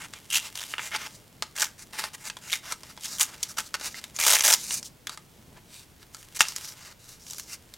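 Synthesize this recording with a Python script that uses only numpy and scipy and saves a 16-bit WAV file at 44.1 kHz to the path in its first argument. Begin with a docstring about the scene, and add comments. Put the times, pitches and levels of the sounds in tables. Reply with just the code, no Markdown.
"""A stiff painted card is torn by hand over a craft table in a small room, close to a nearly mono microphone.
Finger strokes and snaps of the bending card open the scene, and short rips advance the tear among them.
Past the middle comes one long pull; then a lull, a rip with the hardest snap, and two faint last rips.
Rips are bundles of fibres slipping unevenly, snaps are struck bending modes, strokes are grainy friction.
Rustle and a dull rumble of the hands come and go; room rumble and microphone hiss lie under it all."""
import sys
import numpy as np
from scipy import signal
from scipy.fft import rfft, irfft
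from scipy.io import wavfile
from scipy.ndimage import uniform_filter1d

SR = 44100
rng = np.random.default_rng(int(sys.argv[2]) if len(sys.argv) > 2 else 0)


def inscribe(sig):
    """Save sig as 16-bit PCM at rate SR to the path in sys.argv[1].

    A 1-D sig is mono; a 2-D sig holds one channel per row.
    Samples are clipped to [-1, 1] before scaling.
    """
    pcm = np.round(np.clip(np.atleast_2d(sig).T, -1, 1) * 32767)
    wavfile.write(sys.argv[1], SR, pcm.astype(np.int16))


N = 342657
TIME = np.arange(N) / SR
HZ = np.maximum(np.fft.rfftfreq(4096, 1 / SR), 1)  # frequency grid of every filter

# Pulls that advance the tear: start t/s, rise t/s, hold t/s, relative level/dB,
# low edge of the flap's radiation f/Hz, ring level/dB, treble level/dB
PULLS = [ (0.302, 0.047, 0.023, -19, 1390, 12.5, 0.5), (0.55, .002, 0.089, -35.5, 810, 6, -1.5),
         (1.554, 0.064, 0.014, -22, 885, 6, -1.5), (2.485, 0.054, 0.0053, -24.5, 1534, 9, -3),
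         (3.003, 0.042, .015, -32.5, 2257, 1, -5), (3.185, 0.03, 0.0084, -16, 1077, 3, 4.5),
         (3.426, 0.0037, .005, -24.5, 2010, -19, -0.5), (3.569, .014, 0.014, -24.5, 620, 7.5, -5.5),
         (4.187, 0.0031, 0.055, -23.5, 620, 14, 4.5), (4.218, 0.051, 0.0854, -16, 630, 1, 2),
         (4.361, 0.005, 0.0549, -24, 609.8, 9, 4), (4.435, .004, .104, -16.5, 600, 1.5, 2),
         (6.125, .002, .12, -50, 1100, 4, 1), (6.39, 0.016, 0.014, -19.5, 1395, -7, -5),
         (7.249, 0.061, 0.019, -36, 1350, -8, -1), (7.378, .008, 0.013, -34.5, 1370, 2, 4)]
# Spectral density of breaking fibres: f/Hz, level/dB per Hz
FIBRE_SPECTRUM = [(100, -14.5), (400, -2.5), (1000, -3), (2000, -5), (3300, -2.5), (4800, -3.5), (6500, -2),
                  (8500, -2.5), (10000, -3.5), (13000, -6.5), (16000, -14)]
RIP_RISE_DB, RIP_FALL_DB = 16.5, 32.5  # a pull builds up by this much, holds, then dies by this much
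RELEASE_S, RELEASE_SHARE = .024, .6  # it dies in this time plus a share of its rise: a slow pull eases slowly
SLIPS_PER_S, SLIPS_AT_DB, SLIPS_FOLLOW = 175, -20, .45  # a faster tear is louder and slips more often
FLAP_HZ, FLAP_DB = 6140, 4  # upper resonance of the loose flap


def rips():
    """Stick-slip fracture: uneven slips over a fizz of single fibres, radiated by the flap each rip frees."""
    out = np.zeros(N)
    for start, rise_s, hold_s, db, edge_hz, ring_db, treble_db in PULLS:
        full = start + rise_s
        let_go = full + hold_s
        end = let_go + RELEASE_S + RELEASE_SHARE * rise_s
        t = np.arange(start - .005, end + .005, 1 / SR)
        pull_rows = [(start, db - RIP_RISE_DB), (full, db), (let_go, db), (end, db - RIP_FALL_DB)]
        pull = level(pull_rows, t, fade_s=0.0012)

        per_s = SLIPS_PER_S * from_db(SLIPS_FOLLOW * (db - SLIPS_AT_DB))
        slips = np.zeros(N)
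        moments = np.cumsum(rng.gamma(2, .5 / per_s, size=160))
        for s in moments[moments < t[-1] - t[0]]:
            one_slip = slip(TIME[:SR // 100], spread_db=3.0, burst_s=0.0021, tint_db=7.0, travel_s=0.000611)
            add(slips, s, one_slip)
        fizz = from_db(-5.0) * grains(9000, 2.3, size=len(t))

        # a small flap cannot radiate long waves
        low_cut = -10 * np.log10(1 + (edge_hz / HZ) ** 4)
        ring_hz = bend_hz(full)
        rings = ring_db * bump(ring_hz, ring_hz / 3) + FLAP_DB * bump(FLAP_HZ, FLAP_HZ / 3)
        shape_db = spectrum(FIBRE_SPECTRUM) + low_cut + rings + treble_db * shelf(5900)
        sound = colour(rms_one(slips[:len(t)]) + fizz, shape_db)
        add(out, t[0], evened(sound, window_s=0.022) * pull)
    return from_db(-2.0) * out


def slip(t, spread_db, burst_s, tint_db, travel_s):
    """Decaying impulse train: one bundle breaks fibre by fibre, with a strength and a pitch of its own."""
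    burst = grains(9000, 2.1, size=len(t)) * np.exp(-t / burst_s)
    burst[0] += rng.choice([-2, 2])
    hz = np.exp(rng.uniform(np.log(1200), np.log(9000)))
    sound = colour(burst, tint_db * bump(hz, .5 * hz), travel_s * rng.uniform(0.46, 2.014))
    return from_db(spread_db * rng.uniform(-1.0, 1)) * rms_one(sound)


# The card buckles or a thick bundle breaks: t/s, relative peak level/dB, pitch f/Hz, treble level/dB
BUCKLES = [(0.136, -20.5, 2530, -11), (0.303, -21, 2770, 11), (0.343, -24, 3160, -18),
           (0.737, -14.5, 2770, -50), (0.781, -16, 2920, -35), (0.793, -16.5, 2300, -43),
           (0.961, -14, 1440, -1.5), (1.423, -9.5, 1254, -7), (1.619, -5, 7200, -1),
           (2.039, -13.5, 1440, -13), (2.299, -16.5, 2570, -12), (2.368, -26, 1040, -6),
           (2.529, -7.5, 3656, -12.5), (2.722, -14, 1270, 0), (2.833, -25.5, 1079, -5),
           (2.975, -29, 1010, -11.5), (3.056, -18.5, 5600, -2), (3.209, -2, 7650, -1.5),
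           (3.741, -12, 1400, -8), (3.811, -22.5, 1350, -14), (3.943, -26, 2020, -24),
           (4.04, -19.5, 3880, -7), (4.163, -16.5, 6338, -5), (4.188, -15, 1420, -13),
           (4.406, -8.5, 6010, -17), (4.537, -1, 5282, 7), (4.707, -13.5, 2850, -6.5),
           (4.828, -21, 5270, 2), (5.07, -17, 3480, -12.5), (5.094, -17.5, 1170, -5),
           (5.174, -24.5, 1200, -3.5), (6.146, -22.5, 1380, 0.5), (6.406, 2, 2670, -15),
           (6.484, -15.5, 5100, 2), (6.562, -13.5, 5470, 1), (7.738, -24, 3670, -3.5)]
# Spectral density of a snap: f/Hz, level/dB per Hz
SNAP_SPECTRUM = [(60, -20), (300, -12), (600, -8.5), (900, -4), (1500, -0.5), (3000, -2), (5000, 2.5),
                 (8000, 2.5), (12000, -7.5), (16000, -20.5)]
SNAP_BASS_DB, SNAP_BASS_DB_PER_OCTAVE = 5.5, -6  # at a pitch of 1 kHz; a small, high buckle moves less air
SETTLE_DB, SETTLE_S = -33, 0.03  # settling rustle: level under the peak, decay time


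def snaps():
    """Impulse response of a buckling plate: a pulse in a short crackle rings two bending modes, then settles."""
    out = np.zeros(N)
    t = TIME[:SR // 6]
    for s, peak_db, hz, treble_db in BUCKLES:
        force = 0.11 * rng.standard_normal(len(t)) * np.exp(-t / 0.0047)
        force[SR // 1500] += 1
        bass_db = SNAP_BASS_DB + SNAP_BASS_DB_PER_OCTAVE * np.log2(hz / 1000)
        tilt = treble_db * shelf(5070) + bass_db * bump(580, 1600)
        rings = 10.0 * bump(hz, 0.17 * hz) + 9 * bump(3.29 * hz, 0.29 * hz)
        # a harder snap throws more of the sheet and so sounds fuller
        fullness = 0.9 * from_db(peak_db) * bump(2500, 1500)
        sound = colour(force, spectrum(SNAP_SPECTRUM) + rings + tilt + fullness, travel_s=.0008)
        sound /= np.abs(sound).max()
        rubbing = friction(0.86, size=len(t))
        rustle = rms_one(colour(rubbing, spectrum(SNAP_SPECTRUM) + tilt + 0.7 * rings))
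        settling = from_db(SETTLE_DB) * rustle * np.exp(-t / SETTLE_S)
        add(out, s, from_db(peak_db) * (sound + settling))
    return from_db(-1.0) * out


# The fingers shift their grip: start t/s, length t/s, slide relative level/dB,
# slide resonance f/Hz, creak relative level/dB
GRIP_SHIFTS = [ (0, 0.064, -43.5, 6900, -40.5), (0.133, 0.059, -52, 6500, -47),
               (0.402, 0.09, -40, 6350, -40.5), (0.649, 0.095, -36, 5820, -42.5),
               (.785, .11, -36.5, 6800, -38.5), (.917, 0.057, -37.5, 5500, -29),
               (0.986, 0.086, -38.5, 5500, -36), (1.073, 0.11, -51, 6000, -65),
               (1.781, 0.06, -42, 6300, -50.5), (1.929, 0.16, -36.5, 4400, -37),
               (2.134, 0.026, -36.5, 6660, -40), (2.181, 0.062, -46, 6450, -49),
               (2.241, 0.051, -33.5, 6800, -39), (2.414, 0.094, -43, 6660, -46.5),
               (2.632, .11, -37, 5850, -37.5), (2.842, 0.084, -46.5, 5000, -50.5),
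               (3.072, 0.11, -36, 6500, -48), (3.245, 0.11, -46.5, 6500, -45),
               (3.378, 0.098, -42, 5810, -45.5), (3.484, 0.044, -38, 6090, -48.5),
               (3.604, 0.086, -43.5, 6103, -56), (3.745, 0.013, -28.5, 4600, -27),
               (3.798, 0.097, -35.5, 5000, -41.5), (3.881, 0.062, -40, 4900, -52),
               (3.945, 0.054, -35.5, 5300, -41.5), (4.0, 0.066, -48, 4200, -49.5),
               (4.145, 0.036, -36, 6490, -44.5), (4.546, 0.088, -32.5, 6000, -49),
               (4.627, 0.17, -27, 6280, -41.5), (4.845, 0.04, -37, 5430, -64),
               (5.089, 0.075, -45.5, 4000, -50), (5.545, .045, -59, 4000, -51),
               (5.666, 0.18, -47.5, 3970, -57.5), (5.996, 0.048, -52, 4205, -54),
               (6.349, 0.033, -33, 7490, -40), (6.431, 0.11, -38, 5000, -46),
               (6.555, 0.18, -40.5, 5140, -54), (6.728, 0.2, -47.5, 4540, -50.5),
               (6.994, 0.19, -46.5, 5700, -56.5), (7.198, 0.32, -45.5, 6112, -65),
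               (7.48, 0.084, -38.5, 5750, -46.5)]
# Faint rustle of the held card: t/s, relative level/dB
HELD_RUSTLE = [(0, -54.5), (1.0, -46.5), (1.3, -63), (2.0, -58), (3.1, -55), (4.6, -56), (4.95, -68.5),
               (5.3, -62.5), (6.1, -64.5), (6.6, -41), (7.0, -68.5), (7.77, -59)]
# Spectral density of skin sliding over paint: f/Hz, level/dB per Hz
SLIDE_SPECTRUM = [(800, -23), (2000, -22.5), (3200, -3.5), (4500, -1.5), (6500, -2.5), (8500, -2.5),
                  (10500, -5.5), (13000, -8), (16000, -13.5)]
# Spectral density of the creaking card: f/Hz, level/dB per Hz
CREAK_SPECTRUM = [(150, -20), (350, -8), (550, -10), (800, -5.5), (1400, -2.5), (2400, -2), (3400, 1),
                  (5000, -26.5), (10000, -31)]
STROKE_PEAK_SHARE = 0.74  # a stroke swells to this point of its length, then eases
STROKE_RISE_DB, STROKE_FALL_DB = 7.5, 8.5
ROUGHNESS = 0.39  # amplitude share of coarse catches under a sliding finger
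HISS_GROWTH = 1.2  # the hiss grows faster with finger speed than the creak
SLIDE_TOP_RATIO, SLIDE_TOP_DB = 2.3, -4  # the hiss dulls above this multiple of its resonance


def handling():
    """Friction-driven resonance: skin hisses over the paint and the card creaks at the resonance of its bend."""
    rustle_db = np.maximum(spectrum(SLIDE_SPECTRUM), spectrum(CREAK_SPECTRUM))
    rustle = rms_one(colour(friction(0.81, size=N), rustle_db))
    out = level(HELD_RUSTLE, TIME, fade_s=.01) * rustle
    for start, length_s, slide_db, slide_hz, creak_db in GRIP_SHIFTS:
        peak, end = start + STROKE_PEAK_SHARE * length_s, start + length_s
        t = np.arange(max(start - .02, 0), end + .02, 1 / SR)
        force = colour(friction(ROUGHNESS, size=len(t)), grip_modes())

        dull = SLIDE_TOP_DB * shelf(SLIDE_TOP_RATIO * slide_hz)
        slide_rings = 4 * bump(slide_hz, 0.39 * slide_hz) + 7 * shelf(0.4 * slide_hz)
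        slide = rms_one(colour(force, spectrum(SLIDE_SPECTRUM) + dull + slide_rings, travel_s=0.000833))

        creak_hz = bend_hz(peak)
        creak_ring = 8 * bump(creak_hz, 1.5 * creak_hz)
        creak = rms_one(colour(force, spectrum(CREAK_SPECTRUM) + creak_ring, travel_s=0.001594))

        stroke_rows = [(start, -STROKE_RISE_DB), (peak, 0), (end, -STROKE_FALL_DB)]
        swell = flutter(t) * level(stroke_rows, t, fade_s=0.0022)
        hiss = swell ** HISS_GROWTH * from_db(slide_db) * slide
        add(out, t[0], hiss + swell * from_db(creak_db) * creak)
    return from_db(-2.0) * out


def friction(roughness, size):
    """Asperity contact: fine grains of sliding, with coarser catches where the skin meets rough spots."""
    share = roughness ** 2
    catches = evened(grains(330, 5.4, size=size), window_s=0.072)
    return np.sqrt(1 - share) * grains(9000, 3.0, size=size) + np.sqrt(share) * catches


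GRIP_MODE_DB, GRIP_MODE_WIDTH = 3.5, .14  # largest peak or dip, and width over pitch


def grip_modes(count=14):
    """Boundary conditions set the modes: every grip gives the sheet other small peaks and dips (dB)."""
    centres = np.geomspace(900, 11000, count) * rng.uniform(.9, 1.1, count)
    return sum(GRIP_MODE_DB * rng.uniform(-1, 1) * bump(hz, GRIP_MODE_WIDTH * hz) for hz in centres)


FLUTTER_DB, FLUTTER_PER_S = 3, 58.7  # standard deviation of the random points, and their rate


def flutter(t):
    """Random amplitude modulation: the gain of a finger pressure that is never steady."""
    knots = np.arange(400) / FLUTTER_PER_S
    return from_db(FLUTTER_DB * np.interp(t - t[0], knots, rng.standard_normal(len(knots))))


# The hands bend the card; its free span rings higher the tighter it is held: t/s, resonance f/Hz
BEND_RESONANCE = [(0, 2110), (.3, 2890), (.6, 3300), (.8, 2448), (1.05, 1570), (2.0, 1570), (2.52, 2304),
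                  (2.75, 1340), (3.8, 1391), (4.25, 2489), (4.8, 2580), (5.1, 1200), (5.57, 790),
                  (5.75, 2004), (6.1, 1706), (6.5, 2780), (6.85, 1800), (7.77, 2220)]


def bend_hz(s):
    """Stiffening by curvature: resonance of the bent card at time s."""
    return np.interp(s, *np.transpose(BEND_RESONANCE))


# Dull rumble of the moving hands: t/s, relative level/dB
HAND_LEVEL = [(0, -59), (.7, -73), (1.05, -60), (1.5, -64.5), (2.2, -62), (2.9, -62), (3.7, -60),
              (4.3, -62.5), (4.8, -54), (5.1, -79), (5.5, -55), (6.0, -81.5), (7.0, -78), (7.45, -60.5),
              (7.77, -73)]
# Spectral density of that rumble: f/Hz, level/dB per Hz
HAND_SPECTRUM = [(30, -19), (80, 1), (200, 3), (400, -5.5), (900, -13), (3000, -56.5)]


def hands():
    """Low-passed shot noise: moving hands and sleeves make a soft, low rumble."""
    rumble = rms_one(colour(grains(600, 3.0, size=N), spectrum(HAND_SPECTRUM)))
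    return level(HAND_LEVEL, TIME, fade_s=.01) * rumble


def echoes(near_db, near_t60, far_db, far_t60):
    """Exponential decay of sound: quick scatter from hands and table, then the room's faint, duller tail."""
    t = TIME[:SR // 2]
    near = rng.standard_normal(len(t)) * from_db(-60 * t / near_t60) * (t > .002)
    far = rng.standard_normal(len(t)) * from_db(-60 * t / far_t60) * (t > .007)
    far = colour(far, -4 * shelf(5700))
    return (from_db(near_db) * rms_one(near) + from_db(far_db) * rms_one(far)) / np.sqrt(len(t))


# Spectral density of room rumble and microphone hiss: f/Hz, level/dB per Hz
AIR_SPECTRUM = [(12, -38.5), (20, -9.5), (130, -3), (210, -9.5), (255, -11.5), (293, -10.5), (377, -13.5),
                (472, -14), (542, -16.5), (780, -18), (1290, -22), (1860, -23.5), (2140, -22.5),
                (2390, -23.5), (16000, -29.5)]
# Side relative to mid: f/Hz, level/dB
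AIR_SIDE_SPECTRUM = [(30, -10), (200, -11), (600, -4), (2000, -4), (8000, -14.5), (16000, -32)]
AIR_DB = -56


def air():
    """Stationary Gaussian noise: steady room rumble and microphone hiss, with independent mid and side."""
    mid, side = [rms_one(colour(rng.standard_normal(N), spectrum(AIR_SPECTRUM))) for part in range(2)]
    side = colour(side, spectrum(AIR_SIDE_SPECTRUM))
    return from_db(AIR_DB) * (mid + side * np.array([[1], [-1]]))


def from_db(db):
    """Logarithmic level: decibels to amplitude gain."""
    return 10 ** (np.asarray(db) / 20)


def rms_one(x):
    """Mean-square normalisation: scale to unit power."""
    return x / np.sqrt(np.mean(x ** 2) + 1e-20)


def add(out, s, sound):
    """Linear superposition: mix a sound in at time s."""
    start = max(int(s * SR), 0)
    out[start:start + len(sound)] += sound[:N - start]


def level(rows, t, fade_s):
    """Amplitude envelope: gain along rows of (t/s, level/dB), with Gaussian fades beyond both ends."""
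    s, db = np.transpose(rows)
    outside = np.maximum(np.maximum(s[0] - t, t - s[-1]), 0)
    return from_db(np.interp(t, s, db)) * np.exp(-(outside / fade_s) ** 2)


def spectrum(points):
    """Spectral envelope: join (f/Hz, level/dB) points on a log-frequency axis."""
    hz, db = np.transpose(points)
    return np.interp(np.log(HZ), np.log(hz), db)


def bump(hz, width_hz):
    """Lorentzian resonance curve, 1 on top."""
    return 1 / (1 + (2 * (HZ - hz) / width_hz) ** 2)


def shelf(hz):
    """Shelving curve: rises from 0 below hz to 1 above."""
    return 1 - 1 / (1 + (HZ / hz) ** 4)


def colour(x, db, travel_s=0):
    """Minimum-phase filter plus dispersion: bending waves need travel_s at 1 kHz, higher ones arrive sooner."""
    # folding the cepstrum onto positive times makes the filter causal
    cepstrum = irfft(np.log(from_db(db)))
    cepstrum[1:len(HZ) - 1] *= 2
    cepstrum[len(HZ):] = 0
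    lag = 4 * np.pi * travel_s * np.sqrt(1000 * HZ)  # phase in radians
    response = irfft(np.exp(rfft(cepstrum) - 1j * lag))
    return signal.oaconvolve(x, response)[:len(x)]


def grains(per_s, spread_db, size):
    """Shot noise: tiny clicks at random moments, of uneven size and either sign."""
    sizes = from_db(spread_db * np.minimum(rng.exponential(1, size), 4))
    return rms_one((rng.random(size) < per_s / SR) * sizes * rng.choice([-1, 1], size))


def evened(x, window_s):
    """Short-time power normalisation: only the unevenness faster than the window stays."""
    power = uniform_filter1d(x ** 2, max(int(window_s * SR), 2))
    return x / np.sqrt(np.maximum(power, 1e-9))


# Resonances that colour everything the card does: f/Hz, width f/Hz, level/dB
BODY_MODES = [(623, 30, 2.5), (865.5, 32, 6), (1225, 8.4, 5.5), (1707, 130, 1.5), (2080, 43, 5),
              (2520, 220, -2.5), (4305, 170, -3.5), (5960, 390, 1), (6850, 86, 2.5)]


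def scene():
    """Source-filter chain: card and hands share the card's modes; echoes and air differ between channels."""
    body = sum(db * bump(hz, width_hz) for hz, width_hz, db in BODY_MODES)
    card = colour(rips() + snaps() + handling() + hands(), body)
    mid, side = [
        signal.oaconvolve(card, echoes(near_db=-12.5, near_t60=0.027, far_db=-17.5, far_t60=0.25))[:N]
        for part in range(2)]
    return card + mid + from_db(-22.5) * side * np.array([[1], [-1]]) + air()


CUTOFF_HZ = 16000


def record(dry):
    """Overload and band limit: peaks beyond full scale are clipped, then a steep low-pass cuts the top."""
    low_pass = signal.ellip(12, .1, 80, CUTOFF_HZ, fs=SR, output="sos")
    return signal.sosfilt(low_pass, np.clip(dry, -1, 1))


dry = scene()
out = record(dry)
inscribe(out)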